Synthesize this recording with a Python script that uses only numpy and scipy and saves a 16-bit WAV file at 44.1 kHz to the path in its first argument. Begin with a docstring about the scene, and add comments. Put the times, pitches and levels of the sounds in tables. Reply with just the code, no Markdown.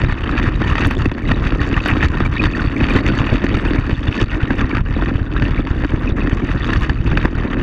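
"""A low, lumpy rumble runs throughout under a dense rattle: a small sealed camera rides a quad bike on gravel.
Uneven firing and bumps excite the frame's resonances; random blows excite the mount, which thuds dully.
Scratches of loose contacts ring the plastic housing around the microphone, with sharp knocks, bright
ticks and short squeaks. Hard lurches are single low swings, and a gain control ducks after big swings."""
import sys
import numpy as np
from scipy import signal
from scipy.io import wavfile
from scipy.ndimage import uniform_filter1d

SR = 44100
rng = np.random.default_rng(int(sys.argv[2]) if len(sys.argv) > 2 else 0)


def generate_wav(sig):
    """Save sig (samples, or channels by samples) to the path in sys.argv[1] as 16-bit PCM at SR."""
    pcm = np.round(np.clip(np.atleast_2d(sig).T, -1, 1) * 32767).astype(np.int16)
    wavfile.write(sys.argv[1], SR, pcm)


def attenuation_scalar(level_db):
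    """Turn a level in dB into a linear amplitude multiplier (20 dB per decade)."""
    decades = np.asarray(level_db, float) / 20
    return 10 ** decades


N = 336042

# Levels are those ahead of the gain control.
# roughness of the ride: start_s, rumble_db, thud_db, rattle_db
RIDE_ROUGHNESS = [(0, -9, -22.5, -22), (.25, -21.5, -24.5, -28.5), (.44, -14.5, -19, -22.5),
                  (.55, -14, -23.5, -27), (.8, -13.5, -17.5, -20), (1.05, -16, -24, -30),
                  (1.2, -26.5, -27, -34.5), (1.3, -12.5, -19.5, -25.5), (1.88, -15.5, -19.5, -20.5),
                  (2.3, -12.5, -21, -24.5), (2.45, -16, -20, -23), (2.72, -19, -22.5, -27.5),
                  (2.95, -12.5, -13.5, -19), (3.7, -16, -18.5, -25), (4, -19, -26, -31),
                  (4.2, -24, -18, -22.5), (4.25, -19, -24.5, -27.5), (4.35, -19.5, -22, -27.5),
                  (4.77, -16.5, -18.5, -24), (4.83, -14.5, -28, -32), (5.05, -17.5, -21.5, -28.5),
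                  (5.3, -19.5, -23, -33), (5.44, -10, -18.5, -22.5), (5.7, -17, -22, -30),
                  (6.3, -16.5, -18.5, -27.5), (6.631, -16.5, -24, -28.5), (6.7, -20.5, -22, -24.5),
                  (6.81, -11, -21.5, -21), (6.98, -16, -22.5, -33.5), (7.15, -5.5, -15.5, -19.5),
                  (7.6, -21, -21, -30)]
# resonances of the frame: pitch_hz, width_hz, level_db
FRAME_MODES = [(35.7, 40, -1.5), (66.9, 48.5, -0.5), (106.6, 58.3, -4.5)]
# resonances of the mount: pitch_hz, width_hz, level_db
MOUNT_MODES = [(201.7, 133, -6), (276.4, 83, 2), (317.2, 77.4, -1), (513, 380, -20)]
# peaks and dips of the housing: pitch_hz, width_hz, level_db
HOUSING_MODES = [(1050, 630, 1), (1850, 235, 7), (1990, 990, -7), (2600, 110, 4), (3207, 163, -19),
                 (3870, 276, 10), (4022, 1170, -33.5), (4520, 110, 10.5), (6110, 300, 5), (7200, 560, -2),
                 (8650, 210, 8.5), (12600, 710, -4.5)]
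# loose parts: pitch_hz, width_hz, level_db, touch_spread_db, buzz_share (buzz between touches, as a ratio)
LOOSE_PARTS = [(700, 800, -4, 3, 1.07), (1132, 610, 1.5, 4.5, 1.53), (1900, 680, -1, 5, 1.3),
               (2900, 2530, 1, 7, 0.41), (4110, 380, -6, 11.5, 0.26), (5840, 1500, -11.5, 11, 0.34),
               (6980, 1120, 0, 10, 1.1), (10970, 1460, 3.5, 8, 2.5)]
# gain of the rattle's treble: start_s, level_db
RATTLE_TREBLE = [(0, -2), (.8, 0), (3.9, -0.5), (4.18, 4), (4.4, -2.5), (5.201, -2.5), (6.499, -2),
                 (6.751, 1), (7.0, 0), (7.6, -5.5)]
# thin panels that sing: pitch_hz, width_hz, level_db, flutter_db
SINGING_PANELS = [(4550, 120, -31, 7.5), (8430, 130, -52.5, 11)]
# how freely the panels sing, only the changes count: start_s, level_db
PANEL_FREEDOM = [(0, 1), (2.002, -1.5), (2.401, 7.5), (3.801, 10), (4.2, 5.5), (4.349, -6.5), (7.602, -8)]
# hard knocks of the housing: start_s, peak_db, thud_db, pitch_hz
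HARD_KNOCKS = [(0.046, -12.5, -20, 1410), (0.123, -5, -30, 1950), (0.292, -11, -29, 1270),
               (0.397, -8.5, -21, 1660), (0.617, -8, -7, 1030), (0.754, -1.5, -30, 1860),
               (0.781, -3.5, -16, 2200), (0.847, -6, -42, 1680), (0.909, -4.5, -10, 1850),
               (1.056, -8.5, -6.5, 2600), (1.115, -10, -11, 926), (1.149, -17.5, -20, 1520),
               (1.311, -12, -6.5, 1650), (1.316, 0, -20, 1850), (1.522, -8.5, -11, 1110),
               (1.632, -14.5, -26, 956), (1.859, -3, -15, 1480), (1.967, -10.5, -3.5, 1840),
               (2.027, -2.5, -25.5, 1880), (2.204, -2.5, -4.5, 1300), (2.365, -17, -26, 1760),
               (2.438, -4.5, -16, 2050), (2.808, -11, -9, 1800), (2.835, -14, -16, 1070),
               (2.886, -7.5, -15, 2600), (2.954, -14, -3, 1350), (3.44, -16, -1, 1740),
               (3.651, -8.5, -30, 1690), (3.894, -14.5, -8.5, 1880), (4.505, -7.5, -7.5, 1500),
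               (4.607, -11, -29, 1750), (4.769, -5.5, -19, 1850), (5.022, -12, -9, 1130),
               (5.422, -8.5, -34, 1900), (5.593, -17, -4.5, 1650), (5.671, -12, -27, 1850),
               (5.846, -11.5, -9, 1730), (6.273, -9, -9, 1930), (6.397, -20, -24, 1310),
               (6.732, -10, -17, 1600), (6.895, -7, -37, 1850), (7.117, -8.5, -26, 1050),
               (7.173, 5, -25, 1790), (7.249, -4.5, 3, 1700), (7.254, 3, -17, 1000)]
# hard lurches of the frame: centre_s, direction (up 1, down -1)
FRAME_LURCHES = [(0.127, -1), (0.479, -1), (0.873, -1), (1.08, -1), (1.329, -1), (1.536, 1), (1.547, -1),
                 (1.617, -1), (1.929, 1), (2.068, 1), (2.104, -1), (2.226, 1), (2.262, 1), (2.459, -1),
                 (2.678, 1), (2.963, 1), (3.084, -1), (3.209, -1), (3.328, -1), (3.55, 1), (3.79, -1),
                 (3.932, 1), (4.09, 1), (4.227, 1), (4.241, -1), (4.436, 1), (4.644, -1), (4.813, -1),
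                 (5.158, 1), (5.218, -1), (5.44, -1), (5.513, -1), (5.712, 1), (5.943, -1), (6.125, -1),
                 (6.332, 1), (6.773, 1), (6.823, 1), (6.833, -1), (7.007, 1), (7.13, 1), (7.356, -1)]
# bright ticks: centre_s, swell_db (envelope peak before the band filters)
BRIGHT_TICKS = [(0.871, -29.5), (0.911, -35), (1.06, -51), (1.3178, -46), (1.8805, -34), (2.264, -40.5),
                (6.005, -48.5), (6.8087, -41), (7.255, -37)]
# squeaks of a loose part: centre_s, peak_db, pitch_hz
PART_SQUEAKS = [(2.259, -14, 2280), (2.368, -15, 1800), (2.4, -10, 2500), (2.906, -15, 2400),
                (4.192, -17, 1800)]

FIRING_HZ = 38.6  # mean rate
CONTACTS_PER_S, JOLTS_PER_S, RINGS_PER_S = 240, 50, 70  # each before the swing scales it
CONTACT_S = 0.00098  # decay time of one touch
RING_CYCLES = 10.3  # pitch over bandwidth of each ring's resonances
KNOCK_RISE_S, KNOCK_S = 0.0002, 0.0028
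LURCH_DB, LURCH_S, COUNTER_SWING = -2, 0.0025, 0.62
SQUEAK_S = 0.0035
DUCK_ABOVE_DB, DUCK_ATTACK_S = -10.5, 0.02
DUCK_SHARE, RECOVER_DB_PER_S = 0.9, 100  # the share scales both the fall and the recovery


def rms_one(x):
    """Normalization: divides by the root mean square."""
    return x / np.sqrt(np.mean(x ** 2) + 1e-20)


def drift(rate_hz):
    """Low-passed noise: two equal poles leave a slow random course of spread 1."""
    r = np.exp(-2 * np.pi * rate_hz / SR)
    noise = rng.standard_normal(N + SR)
    return rms_one(signal.lfilter([1], [1, -2 * r, r * r], noise)[SR:])


def course(table):
    """Linear interpolation in decibels turns a table into a gain over time."""
    return attenuation_scalar(np.interp(np.arange(N) / SR, *np.transpose(table)))


def cut(x, hz, kind, order=2):
    """Butterworth filtering: a maximally flat passband."""
    return signal.sosfilt(signal.butter(order, hz, kind, fs=SR, output="sos"), x)


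def resonance(x, hz, width_hz):
    """Damped resonance: a pole pair passes one band, with gain 1 on top."""
    r = np.exp(-np.pi * width_hz / SR)
    poles = [1, -2 * r * np.cos(2 * np.pi * hz / SR), r * r]
    return signal.lfilter(np.array([1, 0, -1]) * (1 - r * r) / 2, poles, x)


def body(x, modes):
    """Modal superposition: resonances side by side, with alternating signs."""
    return sum((-1) ** k * attenuation_scalar(db) * resonance(x, hz, width_hz)
               for k, (hz, width_hz, db) in enumerate(modes))


def evened(x, seconds):
    """Envelope division: slow swells are divided out, so that the ride alone sets them."""
    power = uniform_filter1d(x ** 2, int(seconds * SR))
    return rms_one(x / np.sqrt(power + 1e-12))


def swelling(clicks, seconds):
    """Gaussian convolution: each click becomes an envelope of its height that swells and fades alike."""
    t = np.arange(-SR // 40, SR // 40 + 1) / SR / seconds
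    return np.maximum(signal.fftconvolve(clicks, np.exp(-t ** 2 / 2), "same"), 0)


def engine_turns():
    """Phase as the integral of frequency: firing cycles passed so far; the speed hunts over the bumps."""
    return np.cumsum(FIRING_HZ * (1 + 0.06 * drift(3.0))) / SR


def rumble(turns):
    """Forced vibration: uneven firing kicks and random bumps of the track excite the frame's modes."""
    kicks = np.diff(np.floor(turns), prepend=0) * attenuation_scalar(5.4 * rng.standard_normal(N))
    hits = rng.random(N) < 320 / SR
    bumps = rng.standard_normal(N) * hits * attenuation_scalar(2.2 * drift(7.6))
    frame = body(1.1 * rms_one(kicks) + rms_one(bumps), FRAME_MODES)
    return evened(cut(cut(frame, 13, "high"), 170, "low"), 0.23)


def mounting(x):
    """Modal response and isolation: the mount thuds in low modes; its soft pad keeps the treble out."""
    return cut(body(x, MOUNT_MODES), 880, "low")


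def thuds(shake):
    """Random impact excitation: the mount is struck by chance, harder while the frame swings far."""
    struck = rng.random(N) < 260 / SR
    sizes = attenuation_scalar(2.73 * np.minimum(rng.exponential(1, N), 5)) * rng.choice([-1, 1], N)
    force = (0.5 + np.abs(shake)) ** 0.41
    return evened(mounting(struck * sizes * force), 0.36)


def housing(x):
    """Shell transmission: the sealed shell passes a band with peaks and dips and falls steeply above it."""
    x = cut(cut(x, 760, "high", order=1), 2600, "low", order=4)
    for hz, width_hz, db in HOUSING_MODES:
        x = x + (attenuation_scalar(db) - 1) * resonance(x, hz, width_hz)
    return x


def small_rings(swing):
    """Free vibration: now and then a bracket or bolt, struck by chance, rings for a few cycles at its pitch."""
    struck = (rng.random(N) < RINGS_PER_S * swing / SR) * rng.standard_normal(N)
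    pitches = np.geomspace(950, 3900, 14)
    dealt = rng.integers(0, len(pitches), N)
    rings = 0
    for k, hz in enumerate(pitches):
        blows = struck * (dealt == k) + 1e-18  # the offset keeps the filter's numbers from vanishing
        width_hz = hz / RING_CYCLES
        rings = rings + resonance(resonance(blows, hz, width_hz), hz, width_hz)
    return rms_one(rings)


def loose_contacts(swing):
    """Intermittent contact: each touch is a sudden scratch that dies at once, over a buzz that follows the swing."""
    together = rng.random(N) < JOLTS_PER_S * swing / SR  # jolts that move every part at once
    out = 0
    for hz, width_hz, db, spread_db, buzz_share in LOOSE_PARTS:
        touch = together | (rng.random(N) < CONTACTS_PER_S * swing / SR)
        sizes = attenuation_scalar(spread_db * np.minimum(rng.exponential(1, N), 3.2))
        decay = signal.lfilter([1], [1, -np.exp(-1 / (CONTACT_S * SR))], touch * sizes)
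        looseness = attenuation_scalar(1.93 * drift(30.0))  # each part loosens and binds
        scratch = rng.standard_normal(N) * (decay + buzz_share * swing) * looseness
        out = out + attenuation_scalar(db) * resonance(scratch, hz, width_hz)
    return rms_one(out)


def panels(contacts):
    """Sympathetic resonance: the rattle drives thin panels, which sing in short flutters while it is strong."""
    singing = course(PANEL_FREEDOM)
    out = 0
    for hz, width_hz, db, flutter_db in SINGING_PANELS:
        flutter = contacts * singing * attenuation_scalar(flutter_db * drift(30.0))
        out = out + attenuation_scalar(db) * rms_one(resonance(resonance(flutter, hz, width_hz), hz, width_hz))
    return out


def rattle(turns, shake):
    """Amplitude modulation: loose parts touch most at both ends of each swing and ring the housing."""
    swing = attenuation_scalar(1.4 * np.cos(4 * np.pi * turns) + 2.7 * drift(14.0)) * (0.5 + np.abs(shake)) ** 0.71
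    contacts = loose_contacts(swing) + attenuation_scalar(-15) * small_rings(swing)
    treble = (course(RATTLE_TREBLE) - 1) * cut(contacts, 2100, "high")
    shell = evened(housing(contacts + treble), 0.16)
    return shell + panels(contacts)


def knocks():
    """Impact response: a short scratch around its own pitch rings the housing, with a thump of the mount."""
    shell, mount = np.zeros((2, N + SR))
    t = np.arange(SR // 20) / SR
    envelope = (1 - np.exp(-t / KNOCK_RISE_S)) * np.exp(-t / KNOCK_S)
    for s, peak_db, thud_db, hz in HARD_KNOCKS:
        at = round(s * SR)
        scratch = rng.standard_normal(len(t)) * envelope
        rung = housing(resonance(scratch, hz, 300) + scratch)
        shell[at:at + len(t)] += attenuation_scalar(peak_db) * rung / np.max(np.abs(rung))
        mount[at] = attenuation_scalar(thud_db)
    thump_peak = np.max(np.abs(mounting(signal.unit_impulse(len(t)))))
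    return shell[:N] + mounting(mount[:N]) / thump_peak


def lurches():
    """Transient displacement: one swing of the frame, with a smaller counter-swing before and after."""
    s, direction = np.transpose(FRAME_LURCHES)
    clicks = np.zeros(N)
    clicks[np.round(s * SR).astype(int)] = attenuation_scalar(LURCH_DB) * np.sign(direction)
    t = np.arange(-SR // 50, SR // 50 + 1) / SR / LURCH_S
    swing = (1 - COUNTER_SWING * t ** 2) * np.exp(-t ** 2 / 2)
    return signal.fftconvolve(clicks, swing, "same")


def ticks():
    """Direct transmission: a few contacts right at the microphone port skip the shell's dulling."""
    s, swell_db = np.transpose(BRIGHT_TICKS)
    clicks = np.zeros(N)
    clicks[np.round(s * SR).astype(int)] = attenuation_scalar(swell_db)
    bright = rms_one(rng.standard_normal(N)) * swelling(clicks, 0.0013)
    return cut(cut(bright, 6500, "high", order=4), 13300, "low", order=6)


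def squeaks():
    """Frequency modulation: a brief wavering tone of a loose part under a smooth swell."""
    out, waver = np.zeros(N), drift(59.0)
    t = np.arange(-SR // 40, SR // 40)  # samples from the centre
    for s, peak_db, hz in PART_SQUEAKS:
        at = round(s * SR) + t
        bend = waver[at] - waver[at[len(t) // 2]]  # the pitch is exact at the centre
        turns = np.cumsum(hz * (1 + 0.04 * bend)) / SR
        swell = np.exp(-(t / SR / SQUEAK_S) ** 2 / 2)
        out[at] += attenuation_scalar(peak_db) * swell * np.sin(2 * np.pi * turns)
    return out


def scene():
    """Superposition: the layers add, and a lurch overrides the rumble while it lasts."""
    s, *levels = np.transpose(RIDE_ROUGHNESS)
    rumble_gain, thud_gain, rattle_gain = [course(np.column_stack([s, db])) for db in levels]
    turns = engine_turns()
    shake, heave = rumble(turns), lurches()
    out = rumble_gain * shake * (1 - np.minimum(2 * np.abs(heave), 1))
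    out = out + thud_gain * thuds(shake)
    out = out + rattle_gain * rattle(turns, shake + 2 * heave)
    return (out + heave + knocks() + squeaks() + ticks())[None]


def ducked(x):
    """Gain control: loud swings below 240 Hz pull the level down quickly; it climbs back at a steady rate."""
    climb_db = RECOVER_DB_PER_S * np.arange(N) / SR
    level_db = 20 * np.log10(np.abs(cut(x, 240, "low")) + 1e-9)
    over_db = np.maximum(level_db - DUCK_ABOVE_DB, 0)
    held_db = np.maximum.accumulate(over_db + climb_db, axis=-1) - climb_db
    r = np.exp(-1 / (DUCK_ATTACK_S * SR))
    return x * attenuation_scalar(-DUCK_SHARE * signal.lfilter([1 - r], [1, -r], held_db))


def top_cut(x):
    """Nothing passes above the cut-off."""
    return signal.sosfilt(signal.butter(12, 15200, fs=SR, output="sos"), x)


def record(dry):
    """Soft saturation: after the gain control, the loudest peaks are rounded off."""
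    top = 1.6  # ceiling of the rounded peaks
    mix = top * np.tanh(ducked(dry) / top)
    return top_cut(mix)


dry = scene()
out = record(dry)
generate_wav(out)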